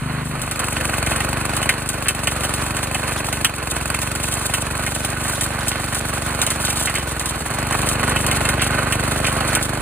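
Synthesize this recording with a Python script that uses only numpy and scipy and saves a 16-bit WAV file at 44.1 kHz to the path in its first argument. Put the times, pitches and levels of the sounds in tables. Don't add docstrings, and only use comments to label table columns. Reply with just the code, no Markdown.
import sys
import numpy as np
from scipy import signal
from scipy.fft import rfft, irfft
from scipy.io import wavfile
from scipy.ndimage import uniform_filter1d

SR = 44100
rng = np.random.default_rng(int(sys.argv[2]) if len(sys.argv) > 2 else 0)


def unload_wav(signal):
    wavfile.write(
        sys.argv[1],
        SR,
        np.round(np.clip(np.atleast_2d(signal).T, -1, 1) * 32767).astype(np.int16),
    )


N = 432621
TIME = np.arange(N) / SR
BINS_HZ = np.arange(N // 2 + 1) * SR / N

# start_s, end_s
FADES = ((.17, 0.55), (7.3, 7.66))
# (relative, per Hz)
SPRAY_COLOUR = [(1760, -32), (3000, -3), (3640, 2.5), (4350, -5), (5420, -4.5), (8380, 2.5), (9460, 5.5),
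                (10900, 2.5), (11900, -22), (13200, -5.5), (15300, -6.5), (16200, -27), (16500, -43)]


def from_db(db):
    return 10 ** (np.asarray(db) / 20)


def rms_one(x):
    return x / np.sqrt(np.mean(x ** 2) + 1e-20)


def at_bins(points):
    hz, value = np.transpose(points)
    return np.interp(np.log(BINS_HZ + 1), np.log(hz + 1), value)


def along(curve):
    s, *columns = np.transpose(curve)
    return [np.interp(TIME, s, column) for column in columns]


def colour(x, spectrum):
    return irfft(rfft(x) * from_db(at_bins(spectrum)), N)


def ring(clicks, hz, t60):
    radius = from_db(-60 / (t60 * SR))
    angle = 2 * np.pi * hz / SR
    return signal.lfilter([0, np.sin(angle)], [1, -2 * radius * np.cos(angle), radius ** 2], clicks + 1e-18)


def dying(clicks, t60):
    return signal.lfilter([1], [1, -from_db(-60 / (t60 * SR))], clicks + 1e-18)


def drift(rate_hz):
    pole = np.exp(-80 * np.pi * rate_hz / SR)
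    noise = rng.standard_normal(N // 40 + 2002)
    slow = signal.lfilter([1], [1, -2 * pole, pole ** 2], noise)[2000:]
    return np.interp(np.arange(N) / 40, np.arange(len(slow)), rms_one(slow))


def clicks_at(seconds, sizes):
    at = np.round(seconds * SR).astype(int)
    inside = (at >= 0) & (at < N)
    out = np.zeros(N)
    np.add.at(out, at[inside], sizes[inside])
    return out


def grains(per_s, spread_db):
    sizes = from_db(spread_db * np.minimum(rng.exponential(1, N), 5))
    sizes = sizes * rng.choice([-1, 1], N)
    return rms_one(sizes * (rng.random(N) < per_s / SR))


def firings(speed, first_cycles):
    hunt_ms = 0.3
    s, per_s = np.transpose(speed)
    t = np.arange(s[0], s[-1], 1 / SR)
    cycles = np.cumsum(np.interp(t, s, per_s)) / SR
    before = s[0] - (1 - first_cycles) / per_s[0]
    even = np.r_[before, np.interp(np.arange(first_cycles, cycles[-1]), cycles, t)]
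    return even + hunt_ms / 1000 * np.interp(even, TIME, drift(4))


def scenes():
    # time_s, firings_per_s
    speed_behind = [(0.0, 25.42), (0.55, 25.25)]
    # time_s, firings_per_s
    speed_pass_one = [(0.3, 24.57), (0.8, 23.72), (1.07, 22.18), (1.3, 24.16), (1.85, 24.79), (2.4, 22.81),
                      (2.75, 24.21), (3.45, 23.96), (3.73, 21.17), (4.05, 23.86), (4.3, 23.38), (4.9, 23.8),
                      (5.25, 24.06), (5.85, 23.69), (6.86, 23.66), (7.55, 18.67)]
    # time_s, firings_per_s
    speed_pass_two = [(7.3, 23.56), (7.7, 24.53), (8.1, 24.22), (8.5, 23.63), (8.75, 24.16), (9.3, 24.28),
                      (9.81, 24.81)]
    first_firing = (.355, .295, .833)
    second, third = (np.interp(TIME, fade, [0, np.pi / 2]) for fade in FADES)
    gains = np.cos(second), np.sin(second) * np.cos(third), np.sin(third)
    speeds = speed_behind, speed_pass_one, speed_pass_two
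    return [(firings(speed, first), gain) for speed, first, gain in zip(speeds, first_firing, gains)]


def exhaust(fired, puffs, muffler, puff_db=1.0):
    cycle_db = -0.05
    chance = rng.standard_normal((len(fired), len(puffs) + 1))
    strength = from_db(cycle_db * chance[:, :1] + puff_db * chance[:, 1:])
    gas = sum(clicks_at(fired + ms / 1000, size * strength[:, k]) for k, (ms, size) in enumerate(puffs))
    sound = sum(size * ring(gas, hz, t60) for hz, size, t60 in muffler)
    start, stop = int(max(fired[0], 0) * SR), int(fired[-1] * SR)
    return sound / np.std(sound[start:stop])


def thumping(behind, one, two):
    # after_firing_ms, signed_strength
    puffs_behind = [(3.2, -0.091), (7.96, -0.31), (13.2, -0.073), (19.0, 0.19)]
    # pitch_hz, signed_strength, t60_s
    muffler_behind = [(66, -0.094, 0.11), (146, 0.27, 0.033), (247, 0.05, 0.12), (610, 0.04, 0.0072)]
    # after_firing_ms, signed_strength
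    puffs_beside = [(.57, .95), (3.64, -1.83), (12.7, -1.1), (13.56, 1.8), (32.05, .57)]
    # pitch_hz, signed_strength, t60_s
    muffler_beside = [(66, -.3, .15), (102, .51, .082), (168, -1.32, .009), (300, -.11, .11),
                      (700, -.2, .008)]
    thump_behind = from_db(4.5) * exhaust(behind[0], puffs_behind, muffler_behind, puff_db=-0.3)
    thump_one = exhaust(one[0], puffs_beside, muffler_beside)
    thump_two = exhaust(two[0], puffs_beside, muffler_beside)
    return behind[1] * thump_behind + one[1] * thump_one + two[1] * thump_two


def knocking(fired):
    # after_firing_ms, level_db, cycle_to_cycle_spread_db
    knock_table = [(-6, -10.5, 5), (0.5, -6.5, 1.5), (13, -28, -1.5)]
    jitter_ms = 0.18
    chance = rng.standard_normal((len(fired), len(knock_table), 2))
    out = 0
    for k, (ms, db, spread_db) in enumerate(knock_table):
        late_ms = ms + jitter_ms * chance[:, k, 0]
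        out = out + clicks_at(fired + late_ms / 1000, from_db(db + spread_db * chance[:, k, 1]))
    return out


def rattle(knocks):
    # pitch_hz, width_hz, level_db
    casing = [(1070, 120, -6), (1485, 28, 0.5), (2510, 47, -2)]
    # (relative, per Hz)
    rattle_colour = [(150, -8.5), (330, -3), (600, -2), (1300, 0), (2230, -4.5), (2900, -9), (3620, -15.5),
                     (4370, -8), (5600, -49)]
    steady_db, shroud_db = -8, 0.5
    chatter = grains(per_s=4000, spread_db=2.0) * from_db(steady_db + 2.0 * drift(12))
    shaken = rng.standard_normal(N) * dying(knocks, t60=0.055) + chatter
    shroud = sum(from_db(db) * signal.lfilter(*signal.iirpeak(hz, hz / width, fs=SR), shaken)
                 for hz, width, db in casing)
    return rms_one(colour(shaken + from_db(shroud_db) * shroud, rattle_colour))


def spray(knocks):
    steady_db, clumps_db = -7, 5.5
    pelting = grains(per_s=7000, spread_db=3.5) * from_db(steady_db + clumps_db * drift(25))
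    buzz = rng.standard_normal(N) * dying(knocks, t60=0.1)
    return rms_one(colour(pelting + buzz, SPRAY_COLOUR))


def cooling_air():
    # pitch_hz, level_db
    hiss_tilt = [(9000, -2), (13000, 0)]
    return rms_one(colour(colour(rng.standard_normal(N), SPRAY_COLOUR), hiss_tilt))


def part_ringing(fired, ms, hz, t60, jitter_ms=0.31, spread_db=4.0):
    chance = rng.standard_normal((len(fired), 2))
    sizes = from_db(spread_db * np.minimum(chance[:, 1], 1))
    return ring(clicks_at(fired + (ms + jitter_ms * chance[:, 0]) / 1000, sizes), hz, t60)


def popping(cylinder):
    # after_firing_ms, pitch_hz, t60_s, level_db (relative)
    pop_table = [(0.97, 630, 0.012, 3), (30, 475, 0.013, -2), (-0.5, 790, 0.035, -3),
                 (-1, 660, 0.047, -25.5)]
    return sum(gain * from_db(db) * part_ringing(fired, ms, hz, t60, jitter_ms=0.06, spread_db=1.5)
               for fired, gain in cylinder for ms, hz, t60, db in pop_table)


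def valve_tick(cylinder):
    # after_firing_ms, pitch_hz, t60_s
    valve = (1.2, 2570, .022)
    return sum(gain * part_ringing(fired, *valve, jitter_ms=0.6, spread_db=0.0) for fired, gain in cylinder)


def muffler_shield(cylinder):
    # after_firing_ms, pitch_hz, t60_s
    plate = (-3.5, 1490, .025)
    return sum(gain * part_ringing(fired, *plate, spread_db=6.0) for fired, gain in cylinder)


def tones(fired):
    # multiple_of_firing_rate, level_db (over engine level)
    engine_tones = [(10, -19), (13, -35), (16, -20.5), (22, -18.5), (15, -23)]
    waver_db = 4.5
    cycles = np.interp(TIME, fired, np.arange(len(fired)))
    return sum(from_db(db + waver_db * drift(5.7)) * np.sin(2 * np.pi * multiple * cycles)
               for multiple, db in engine_tones)


def crack(fired):
    blows = clicks_at(fired + 0.3 / 1000, from_db(2.5 * rng.standard_normal(len(fired))))
    return (dying(blows, t60=0.022) - dying(blows, t60=0.008)) * rng.standard_normal(N)


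def cracking(one, two):
    # time_s, level_db
    crack_level = [(0.3, -40), (0.9, -30), (1.7, -36.5), (2.6, -37), (3.9, -32), (5.0, -38.5), (7.3, -33.5),
                   (8.0, -34.5), (9.81, -37.5)]
    # (relative, per Hz)
    crack_colour = [(400, -40), (900, 3.5), (2000, 0.5), (2900, -5), (3600, -52), (4400, 2.5), (5600, -15),
                    (8800, 2), (11000, -13.5), (12000, 0), (14000, -6.5), (16500, -35)]
    bursts = one[1] * crack(one[0]) + two[1] * crack(two[0])
    return from_db(along(crack_level)[0]) * rms_one(colour(bursts, crack_colour))


def strikes(rows):
    # pitch_hz, level_db (relative), t60_s
    guard = [(760, 12, .045), (1250, -3, .03), (1500, -2, .035), (1850, -1, .035), (2100, 0, .03),
             (2400, -1, .035), (2650, 0, .04), (2980, 0, .04), (3300, -3, .035)]
    ring_db, blow_db, scatter_db, snap_db = -27, 21, -7, -4.5
    reach_db = 14
    swell_ms = 3.51
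    s, clang_db, grit_db, favoured_hz = np.transpose(rows)
    uneven_db = 3.0 * rng.standard_normal((len(s), len(guard)))
    starts = s[:, None] + swell_ms / 1000 * rng.random((len(s), len(guard)))
    snaps = clicks_at(s, from_db(grit_db))
    grit = dying(snaps, t60=0.088) + from_db(snap_db) * dying(snaps, t60=0.017)
    clang = 0
    for k, (hz, db, t60) in enumerate(guard):
        lost_db = reach_db * np.abs(np.log2(hz / favoured_hz))
        blows = clicks_at(starts[:, k], from_db(clang_db + uneven_db[:, k] - lost_db))
        shower = dying(blows, t60=0.065) * rng.standard_normal(N)
        clang = clang + from_db(db + ring_db) * ring(from_db(blow_db) * blows + shower, hz, t60)
    band = signal.butter(2, [1200, 3400], "band", fs=SR, output="sos")
    mid_noise = rms_one(signal.sosfilt(band, rng.standard_normal(N)))
    scatter = from_db(scatter_db) * dying(clicks_at(s, from_db(clang_db)), t60=0.095) * mid_noise
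    hiss = rms_one(colour(grains(per_s=9000, spread_db=2.0), SPRAY_COLOUR))
    return clang + scatter + grit * hiss


def debris(fired):
    share, clang_db, grit_db, spread_db = 0.1, -30, -31, 3.0
    luck = rng.random((len(fired), 2))
    chance_db = spread_db * rng.standard_normal((len(fired), 2))
    favoured_hz = 1500 + 900 * luck[:, 1]
    rows = np.c_[fired, clang_db + chance_db[:, 0], grit_db + chance_db[:, 1], favoured_hz]
    return rows[luck[:, 0] < share]


def scrapes():
    # start_s, length_s, level_db (rms before its rise and fall are mixed in), pitch_hz
    scrape_table = [(2.066, 0.012, -23, 2000), (5.72, 0.042, -26.5, 3080), (5.926, 0.025, -27, 2000),
                    (6.67, 0.02, -27, 3320), (6.883, 0.02, -24, 2000), (6.957, 0.044, -24.5, 2720),
                    (8.6, 0.062, -22, 2550), (9.252, 0.037, -21.5, 2850), (9.544, 0.049, -23, 1830)]
    edge_s, width = 0.0083, 1.85
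    out = np.zeros(N)
    rough = grains(per_s=1200, spread_db=3.0)
    for s, length, db, hz in scrape_table:
        times = [s - edge_s, s, s + length, s + length + 3 * edge_s]
        a, b = int(times[0] * SR), int(times[-1] * SR)
        shape = np.interp(TIME[a:b], times, [0.43, 1, 0.51, 0.14])
        band = signal.butter(2, [hz / width, hz * width ** 0.5], "band", fs=SR, output="sos")
        out[a:b] += from_db(db) * shape * rms_one(signal.sosfilt(band, rough[a:b]))
    return out


def two_ports(x, diffuse):
    # pitch_hz, left_lead_rad
    port_phase = [(0, 0), (340, -.3), (600, -1.0), (860, -1.2), (1640, -.1), (2320, .2), (2900, -.3),
                  (3700, -3.7), (4390, -4.2), (6030, -2.7), (8180, 0), (9470, .5), (11280, 3.0),
                  (13000, 3.3), (14000, 6.2), (16500, 6.3)]
    # pitch_hz, left_over_right_db
    port_balance = [(60, 1.4), (260, 1.1), (430, 2.1), (780, -1), (1200, -6), (1900, -5.5), (3190, 0),
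                    (4390, -2.8), (6030, 0), (16000, 0)]
    lead = np.interp(BINS_HZ, *np.transpose(port_phase))
    half = from_db(at_bins(port_balance) / 2) * np.exp(0.5j * lead)
    return np.array([irfft(rfft(x + diffuse) * half, N), irfft(rfft(x - diffuse) / half, N)])


def scene():
    # time_s, engine_db, spray_db
    work = [(0.0, -30, -40), (0.3, -31, -36.5), (0.55, -30.5, -35), (0.95, -26, -31), (1.8, -27.5, -30),
            (2.05, -30, -34), (2.5, -27, -27), (2.85, -28.5, -32), (4.07, -28.5, -30.5), (6.78, -28.5, -29),
            (7.43, -30, -34), (7.81, -25, -31), (8.3, -24, -30), (9.48, -25, -28.5), (9.81, -27, -31)]
    # time_s, tick_db, shield_db (both before a fixed boost)
    ticking = [(0.3, -32.5, -34), (0.95, -25, -20), (2.0, -32.5, -32), (3.5, -28.5, -38),
               (4.3, -29.5, -28.5), (6.75, -46, -23.5), (7.45, -57, -46), (7.85, -28, -42), (8.7, -32, -18),
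               (9.5, -42, -28)]
    # start_s, clang_db, grit_db (both relative), favoured_pitch_hz
    strike_table = [(0.417, -38, -22, 1850), (0.512, -23, -21, 1900), (0.593, -33, -20, 1710),
                    (0.765, -19, -42, 2150), (0.938, -23, -37, 2200), (1.027, -25, -28, 2300),
                    (1.063, -19, -22.5, 2000), (1.118, -21, -30, 2400), (1.161, -29, -25, 2550),
                    (1.204, -17, -24, 1870), (1.566, -30, -20, 2280), (1.628, -15.5, -20, 2300),
                    (1.691, -4.5, -12.5, 1970), (1.89, -36, -16, 1410), (2.084, -10.5, -11.5, 2550),
                    (2.272, -10, -16.5, 2700), (2.435, -15, -26, 1500), (2.539, -27, -21, 2000),
                    (2.767, -22, -23, 1860), (2.946, -16, -20.5, 2160), (3.327, -20.5, -18.5, 2110),
                    (3.446, -5, -9, 2950), (3.943, -20, -28, 2280), (4.017, -22, -20, 2000),
                    (4.538, -15, -15.5, 2730), (4.864, -17.5, -21, 1880), (5.048, -25, -19, 2000),
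                    (5.281, -36, -21.5, 1550), (5.41, -20, -17.5, 1540), (5.682, -32, -14.5, 2520),
                    (5.947, -28, -21, 1490), (6.416, -21, -12, 2730), (6.465, -22, -17.5, 2800),
                    (6.503, -24, -15.5, 1960), (6.65, -30, -15.5, 1500), (6.702, -23, -19, 2310),
                    (6.871, -15, -28, 1880), (6.954, -18.5, -19.5, 2150), (7.196, -30, -19.5, 1750),
                    (7.258, -41, -20.5, 1480), (7.725, -15.5, -21, 1800), (7.873, -25, -29, 1800),
                    (7.889, -35, -15.5, 2000), (8.094, -28, -20, 2197), (8.162, -15, -24, 2500),
                    (8.265, -31, -18, 2540), (8.313, -17, -18.5, 1940), (8.452, -17, -23, 2230),
                    (8.489, -19, -16.5, 2160), (8.617, -13, -17.5, 2700), (8.923, -12.5, -17.5, 2520),
                    (9.245, -21, -31, 2270), (9.268, -23, -20, 2380), (9.405, -16, -31, 1450),
                    (9.551, -19, -13.5, 1970), (9.627, -39, -19.5, 2000)]
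    # pitch_hz, level_db
    scatter_share = [(250, -8), (600, -17), (1200, -15), (3000, -6.5), (8000, -11.5), (13000, -15.5)]
    # time_s, left_over_right_db
    place = [(0, 0.5), (1.2, 1), (3.0, 0.1), (6.5, -0.7), (7.9, 0.2), (9.81, -1)]
    engine_db, spray_db = along(work)
    tick_db, shield_db = along(ticking)
    behind, one, two = scenes()
    thump = thumping(behind, one, two)
    cylinder = (behind[0], behind[1] * from_db(-21)), one, two
    knocks = sum(gain * knocking(fired) for fired, gain in cylinder)
    pops = popping(cylinder)
    tick = valve_tick(cylinder)
    shield = muffler_shield(cylinder)
    direct, scattered = (from_db(engine_db) * rattle(knocks) + from_db(spray_db) * spray(knocks)
                         + from_db(-42.5) * cooling_air() for path in range(2))
    engine = from_db(engine_db + 1.06) * thump + from_db(engine_db + 9.0) * pops
    engine += from_db(tick_db + 8.5) * tick + from_db(shield_db + 1.5) * shield
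    engine += from_db(engine_db) * (one[1] * tones(one[0]) + two[1] * tones(two[0]))
    engine += cracking(one, two)
    close = np.r_[one[0][one[0] > FADES[0][1]], two[0][two[0] > one[0][-1]]]
    hits = strikes(np.r_[strike_table, debris(close)])
    pan = from_db(along(place)[0] * [[0.5], [-0.5]])
    return pan * two_ports(engine + direct + hits + scrapes(), colour(scattered, scatter_share))


def record(dry):
    x = signal.sosfiltfilt(signal.butter(3, 34, "high", fs=SR, output="sos"), dry)
    level_db = 10 * np.log10(uniform_filter1d(np.mean(x ** 2, axis=0), size=441) + 1e-12)
    release = 16.5 * TIME
    held_db = np.maximum.accumulate(level_db + release) - release
    over_db = np.maximum(held_db + 13.5, 0)
    duck_db = signal.lfilter([0.0012], [1, -1 + 0.0012], 0.7 * over_db)
    x = np.tanh(x * from_db(-duck_db))
    return signal.sosfilt(signal.cheby2(14, 60, 15900, fs=SR, output="sos"), x)


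dry = scene()
out = record(dry)
unload_wav(out)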